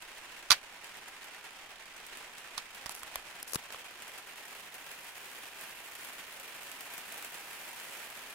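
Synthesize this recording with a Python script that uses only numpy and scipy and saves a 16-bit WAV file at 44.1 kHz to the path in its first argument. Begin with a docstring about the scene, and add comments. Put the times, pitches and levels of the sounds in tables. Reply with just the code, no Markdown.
"""Light rain on a glass skylight, heard in the room below on a hand-held stereo camera; the shower thickens.
Each drop is a noise burst of ticks plus a short ring of glass and light shaft; the ticks brighten with the tilt.
Close to the microphones, housing modes give a loud rattling knock and later a faint one.
Gripping fingers add clacks, ticks, grainy rubs, a soft bump and low rumble, over the still air of the room."""
import sys
import numpy as np
from scipy import signal
from scipy.fft import rfft, irfft
from scipy.io import wavfile

SR = 44100
rng = np.random.default_rng(int(sys.argv[2]) if len(sys.argv) > 2 else 0)


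def dump_mix(stems):
    """Bounce the given channels to the path in sys.argv[1] as a 16-bit WAV at rate SR."""
    frames = np.atleast_2d(stems).T  # one column per channel
    limited = np.clip(frames, -1, 1)  # hard clip at full scale
    pcm = np.round(limited * 32767).astype(np.int16)
    wavfile.write(sys.argv[1], SR, pcm)


N = 367794
T = np.arange(N) / SR  # t/s

# strength of the shower overhead: [t/s, relative level/dB]
SHOWER_STRENGTH = [(0.0, -62.5), (0.59, -64.5), (1.31, -63.5), (1.74, -65.5), (1.94, -65.5), (2.2, -62.5),
                   (2.75, -62.5), (3.85, -63), (4.02, -63), (4.22, -61.5), (6.0, -58.5), (6.44, -60),
                   (7.41, -57), (8.0, -57), (8.34, -59)]
# largest drops on the pane: [t/s, relative level/dB, tick gain from 13 kHz up against 9 kHz and below/dB]
LARGE_DROPS = [(.021, -41, 2), (.149, -48, 0), (.181, -42.5, 0), (.389, -44, -2), (.842, -38, -2),
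               (.868, -42.5, 0), (.9687, -44, 6), (1.0815, -39.5, 0), (1.2416, -43, 6), (1.9637, -41, -3),
               (2.0637, -39.5, 4), (2.1707, -38.5, 2), (2.3814, -39.5, 0), (2.7464, -42, 6),
               (3.7227, -36.5, -3), (4.0202, -38.5, -2), (4.0782, -41, 1), (4.1807, -41, 1),
               (4.7406, -39, 1), (4.9137, -41, 0), (5.609, -39, 2), (5.9507, -39, 1), (6.0465, -39, 2),
               (6.3967, -40.5, 2), (6.6306, -40.5, 1), (6.7141, -37.5, 0), (6.8059, -36, 0),
               (6.9361, -37, 1), (6.978, -34.5, -1), (7.121, -37, 0), (7.1771, -38.5, 2), (7.2233, -39, 2),
               (7.2454, -35.5, 1), (7.3417, -36.5, -4), (7.798, -39, -2)]
# ring of the pane as it reaches the room: [f/Hz, relative level/dB]
PANE_COLOUR = [(90, -23.5), (160, -12), (300, -7.5), (480, -6), (750, -2), (1200, -2.5), (1750, -0.5),
               (2050, -1), (2450, 1), (3100, -3), (4000, -8.5), (6000, -12.5), (15000, -26.5)]
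# splash of a drop on the glass: [f/Hz, relative level/dB]
SPLASH_COLOUR = [(300, -21), (1500, -7), (3500, -7), (5800, -2), (8500, 3), (11000, 2), (13500, -1),
                 (16000, -6)]
# tilt of the camera up under the pane: [t/s, share of the turn/0-1]
CAMERA_TILT = [(0, 0), (2.6, .1), (5, 0.84)]
# loose part striking the housing: [t/s, relative blow level/dB, relative level of the chatter after it/dB]
HOUSING_BLOWS = [(0.5067, 12, -5), (.5169, 10, 4), (2.5795, -4, -32)]
# grazes on the way to each blow: [time ahead of it/s, level under it/dB]
BLOW_GRAZES = [(.0035, 15), (0.00089, 8)]
# modes of the housing: [f/Hz, relative level/dB, t60/s]
HOUSING_MODES = [(980, -22, .012), (1140, -10.5, 0.011), (1470, -12, 0.017), (2200, -32, .014),
                 (2460, -12, 0.01), (3480, -15, 0.022), (3940, -7, 0.014), (4130, -1.5, 0.015),
                 (4720, 1, 0.011), (5750, -5.5, 0.012), (6450, -16, 0.013), (9150, -9, 0.013),
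                 (10900, -22, .006)]
# clatter of the housing through the air: [f/Hz, relative level/dB]
CLATTER_COLOUR = [(100, -15), (350, -31.5), (620, -12), (950, -8), (1400, -3), (1900, -0.5), (2600, -2.5),
                  (4300, -4), (6000, -9.5), (15000, -24)]
# crack of two hard faces meeting: [f/Hz, relative level/dB]
CRACK_COLOUR = [(300, -19), (1000, -8), (4500, 3.5), (6500, 1), (7800, -22), (10000, 0), (13000, -11.5),
                (16000, -16)]
# fingers catching on the shell:
# [t/s, relative clack level/dB, relative tick level/dB, rocking level/dB, left minus right of clack and tick/dB]
GRIP_SHIFTS = [(2.8598, -15, -19.5, -54, -9), (2.8652, -20, -20, -66, -8), (2.8937, -17, -15, -66, -7),
               (3.0325, -17, -18, -59, -1), (3.157, -9, -10, -49.5, -2), (3.4284, -37, -13, -80, 2),
               (3.534, -30, -9, -79.5, 5), (3.5464, -16, -8.5, -80, 5), (3.5563, -6.5, -9, -58, 4.5),
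               (3.704, -19, -42, -70, -4), (3.745, -16, -38, -66, 0)]
# dull clack of a finger: [f/Hz, relative level/dB]
CLACK_COLOUR = [(100, -15), (300, -12), (550, -5.5), (750, -8.5), (1130, 0), (1600, -5.5), (2600, -8.5),
                (5000, -12), (15000, -33)]
# bright tick of a finger, also the colour of the rubs: [f/Hz, relative level/dB]
TICK_COLOUR = [(100, -26), (500, -5), (3000, -15), (4900, -4.5), (6200, -6), (9000, -4), (10800, -0.5),
               (12500, -5.5), (16000, -16)]
# skin sliding over the shell: [start t/s, length/s, level before the fades/dB, left minus right/dB]
SKIN_RUBS = [(2.9, 0.031, -44.5, -2), (2.933, 0.088, -49.5, -3), (3.467, 0.075, -46.5, 2),
             (3.535, .034, -38.5, 1)]
# rumble of the hand holding the camera: [t/s, level/dB]
HAND_RUMBLE = [(0, -70), (1.1, -78), (2.2, -74), (3.3, -71), (3.9, -81), (8.34, -84)]
# still air of the room: [f/Hz, relative level/dB]
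ROOM_COLOUR = [(20, -1), (40, -1), (70, -3.5), (150, -5.5), (500, -8), (3000, -4), (15000, -22.5)]
# likeness of the two microphones: [f/Hz, correlation]
MIC_LIKENESS = [(60, 0.63), (300, 0.8), (700, 0.78), (1400, 0.61), (2400, 0.17), (4000, 0), (15000, 0.053)]
# balance of the two microphones, the right one duller in the top treble: [f/Hz, left minus right/dB]
MIC_BALANCE = [(100, -1), (1300, -2), (2400, -2.5), (5000, -2.5), (8500, -3.5), (10500, -0.5), (12500, 7),
               (15000, 6.5)]

# at the reference strength of the shower: tick level before a trim, level of the pane's ring, drops a second
REFERENCE_DB, PANE_DB, DROPS_PER_S = -57.5, -47, 750
RING_SLOPE, CROWD_SLOPE = 0.43, 1.3  # dB of ring and of drop rate per dB of shower
# with the camera turned fully away: corner, change of the treble above it, change of left minus right
SHADE_HZ, SHADE_DB, AWAY_PAN_DB = 10200, -7.5, -1.5
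FLIGHT_S, BOUNCE_S, BOUNCE_DB = 0.005, 0.003, -1.5  # first rebound, gap between the next, change at each
ROCK_HZ, ROCK_T60_S = 45, 0.078  # the body rocks in the hand at one low pitch
# soft bump as the hand settles, nearer the left microphone
BUMP_S, BUMP_DB, BUMP_PAN_DB, BUMP_HZ, BUMP_T60_S = 3.558, -32, 4, 144, 0.025
TOP_HZ = 15750  # upper limit of the recorder


def rain(facing_pan_db=1.1, facing_top_db=2.1):
    """Even ring in the room, and directional ticks that brighten as the microphones turn to them."""
    rings, ticks = np.add(drizzle(), large_drops())
    away = 1 - np.interp(T, *np.transpose(CAMERA_TILT))
    high_pass = signal.butter(3, SHADE_HZ, "high", fs=SR, output="sos")
    top = signal.sosfiltfilt(high_pass, ticks)
    ticks = ticks - top + top * amp(facing_top_db + SHADE_DB * away)
    return rings + ticks * sides(facing_pan_db + AWAY_PAN_DB * away)


def drizzle(ring_spread_db=2.0, tick_spread_db=3.0, tick_db=6, count=12):
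    """Small uneven drops land on many spots; as the shower grows they crowd and ticks gain more than rings."""
    strength_db = np.interp(T, *np.transpose(SHOWER_STRENGTH)) - REFERENCE_DB
    rate = DROPS_PER_S * amp(CROWD_SLOPE * strength_db)
    rings, ticks = 0, 0
    for _ in range(count):
        # dividing by the root of the rate keeps crowding from raising the level
        lands = (rng.random((1, N)) < rate / count / SR) / np.sqrt(rate)
        size = np.minimum(rng.exponential(size=N), 3.6)
        ring_hits = lands * amp(ring_spread_db * size)
        tick_hits = lands * amp(tick_spread_db * size)
        rings = rings + signal.fftconvolve(ring_hits, pane_ring())[:, :N]
        ticks = ticks + signal.fftconvolve(tick_hits, splash())[:, :N]
    rings = level(rings) * amp(PANE_DB + RING_SLOPE * strength_db)
    ticks = level(ticks) * amp(REFERENCE_DB + strength_db + tick_db)
    return rings, ticks


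def large_drops(tick_db=18.5, ring_db=18):
    """Heavier drops stand out of the patter, each with its ring and its tick."""
    rings, ticks = np.zeros((2, 2, N))
    for s, db, sharp_db in LARGE_DROPS:
        tick = colour(splash(), [(9000, 0), (13000, sharp_db)])
        # both start about 1 ms after the listed time
        add(rings, s + 0.001015, amp(db + ring_db) * pane_ring())
        add(ticks, s + 0.001, amp(db + tick_db) * tick)
    return rings, ticks


def splash(echo_db=-2):
    """A drop spreads and bursts on the glass; the walls of the shaft scatter its tick."""
    direct = burst(SPLASH_COLOUR, t60=0.0078, rise=0.001)
    scattered = burst(SPLASH_COLOUR, t60=0.12, rise=0.003)
    return unit(direct + amp(echo_db) * scattered)


def pane_ring(room_db=0):
    """The pane rings under a drop, and the room holds the ring a little longer."""
    return unit(burst(PANE_COLOUR, t60=0.063) + amp(room_db) * burst(PANE_COLOUR, t60=0.36))


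def housing_knocks(air_db=-9.0, crack_db=-10, room_db=-29, tone_db=-66, rock_db=-60, bump_db=-52, grit=0.1):
    """Contacts ring the housing beside the right microphone; a duller clatter reaches both through the air."""
    near = sum(amp(db) * ring(hz, t60) for hz, db, t60 in HOUSING_MODES)
    near = unit(colour(near, [(100, -9), (500, -5.5), (900, 6), (7000, -1.0), (11000, -2), (16000, -24)]))
    # what reaches the left microphone
    far = colour(near, [(300, -16), (1100, -10), (2500, -15), (5000, -24), (11000, -12)])
    modes = np.vstack([far, near])
    out = np.zeros((2, N))
    for knock_s, blow_db, chatter_db in HOUSING_BLOWS:
        for s, db in contacts(knock_s, blow_db, chatter_db):
            # rough faces scrape as they meet
            push = grit * rng.standard_normal((2, 256)) * fade(0.0066, size=256)
            push[:, 0] += 1
            body = signal.fftconvolve(unit(push), modes, axes=-1)[:, :modes.shape[1]]
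            clatter = amp(air_db) * burst(CLATTER_COLOUR, t60=0.088, rise=0.0013)
            crack = amp(crack_db) * burst(CRACK_COLOUR, t60=0.0083)
            room = amp(room_db) * burst(PANE_COLOUR, t60=0.32)
            add(out, s, amp(db) * (body + clatter + crack + room))
        # one long mode lingers
        add(out, knock_s, amp(blow_db + tone_db) * ring(1610, t60=0.72))
        rock = amp(rock_db) * thud(ROCK_HZ, ROCK_T60_S)
        bump = amp(bump_db) * thud(BUMP_HZ, BUMP_T60_S)
        add(out, knock_s, amp(blow_db) * (rock + bump))
    return out


def contacts(s, blow_db, chatter_db, count=3):
    """One knock as (t/s, level/dB) contacts: the grazes, the blow and a few rebounds."""
    grazes = [(s - ahead, blow_db - under_db) for ahead, under_db in BLOW_GRAZES]
    rebounds = [(s + FLIGHT_S + k * BOUNCE_S, chatter_db + k * BOUNCE_DB) for k in range(count)]
    return grazes + [(s, blow_db)] + rebounds


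def fingers(clack_db=-1, tick_db=0, slip_db=6.0):
    """Fingers shift their grip: ticks that rock the body, grainy rubs, a soft bump and a low rumble."""
    out = np.zeros((2, N))
    for s, dull_db, bright_db, rock_db, pan_db in GRIP_SHIFTS:
        clack = amp(dull_db + clack_db) * burst(CLACK_COLOUR, t60=0.016)
        tick = amp(bright_db + tick_db) * burst(TICK_COLOUR, t60=0.0075, rise=0.00019)
        rock = amp(rock_db) * thud(ROCK_HZ, ROCK_T60_S)
        add(out, s, (clack + tick) * sides(pan_db) + rock)
    for s, length, db, pan_db in SKIN_RUBS:
        size = int(length * SR)
        # a new random grip every 32 samples makes the grain
        grip = np.repeat(rng.standard_normal(size // 32 + 1), 32)[:size]
        slips = rng.standard_normal((2, size)) * amp(slip_db * grip)
        rub = level(colour(slips, TICK_COLOUR)) * signal.windows.tukey(size)
        add(out, s, amp(db) * rub * sides(pan_db))
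    add(out, BUMP_S, amp(BUMP_DB) * thud(BUMP_HZ, BUMP_T60_S) * sides(BUMP_PAN_DB))
    rumble = colour(diffuse(N), [(15, 4), (30, 3), (60, -7), (200, -40), (1000, -68)])
    return out + level(rumble) * amp(np.interp(T, *np.transpose(HAND_RUMBLE)))


def thud(hz, t60):
    """A low swing of the camera body, dulled by soft flesh."""
    flesh = [(20, -4), (45, 3.5), (200, 2), (400, 9), (800, 8), (1400, -6), (3000, -40)]
    return colour(ring(hz, t60), flesh)


def ring(hz, t60):
    """One struck mode: a cosine that dies away exponentially."""
    decay = fade(t60)
    return (decay * np.cos(2 * np.pi * hz * T[:len(decay)]))[None]


def burst(points, t60, rise=0.00037, size=16384):
    """Dense modes as noise that swells quickly and dies away together, with unit energy."""
    swell = 1 - np.exp(-T[:size] / rise)
    return unit(colour(diffuse(size) * swell * fade(t60, size), points))


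def room_air(room_db=-63):
    """The quiet room: steady coloured noise at both microphones."""
    return amp(room_db) * level(colour(diffuse(N), ROOM_COLOUR))


def diffuse(size):
    """Noise at two close microphones: more alike in the bass, nearly unrelated in the treble."""
    mid, side = rfft(rng.standard_normal((2, size)))
    alike = np.clip(on_bins(MIC_LIKENESS, size), -1, 1)
    mid, side = mid * np.sqrt(1 + alike), side * np.sqrt(1 - alike)
    left_right = np.array([mid + side, mid - side])
    return irfft(left_right * sides(on_bins(MIC_BALANCE, size)), size)


def colour(x, points):
    """Causal minimum-phase filter with the given (f/Hz, level/dB) response."""
    size = 4096
    cepstrum = irfft(np.log(amp(on_bins(points, size))))
    # fold the cepstrum onto positive time
    cepstrum[1:size // 2] *= 2
    cepstrum[size // 2 + 1:] = 0
    response = irfft(np.exp(rfft(cepstrum)))
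    return signal.fftconvolve(x, response[None], axes=-1)[:, :x.shape[1]]


def on_bins(points, size):
    """Read (f/Hz, value) points at the bins of a transform, on a log frequency axis."""
    hz, value = np.transpose(points)
    bins_hz = np.fft.rfftfreq(size, 1 / SR) + 1  # 1 Hz up, to avoid log of zero
    return np.interp(np.log(bins_hz), np.log(hz), value)


def fade(t60, size=16384):
    """Exponential decay, 60 dB down after t60 seconds."""
    return np.exp(-np.log(1000) * T[:size] / t60)


def add(out, s, sound):
    """Mix a sound in at a time in seconds."""
    start = max(int(s * SR), 0)
    part = sound[:, :N - start]
    out[:, start:start + part.shape[1]] += part


def amp(db):
    """Decibels to gain."""
    return 10 ** (np.asarray(db) / 20)


def sides(db):
    """Left and right gains for a level difference, left minus right."""
    return amp(np.array([[0.5], [-0.5]]) * db)


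def unit(x):
    """Scale to a mean energy of one per channel."""
    return x / np.sqrt(np.mean(np.sum(x ** 2, axis=-1)))


def level(x):
    """Scale to an rms of one."""
    return x / np.sqrt(np.mean(x ** 2))


def scene():
    """Rain overhead, handling noise close by, and the quiet room."""
    return rain() + housing_knocks() + fingers() + room_air()


def record(dry):
    """The recorder clips at full scale, then a steep low-pass cuts the top."""
    low_pass = signal.ellip(10, 0.2, 70, TOP_HZ, fs=SR, output="sos")
    return signal.sosfilt(low_pass, np.clip(dry, -1, 1))


dry = scene()
out = record(dry)
dump_mix(out)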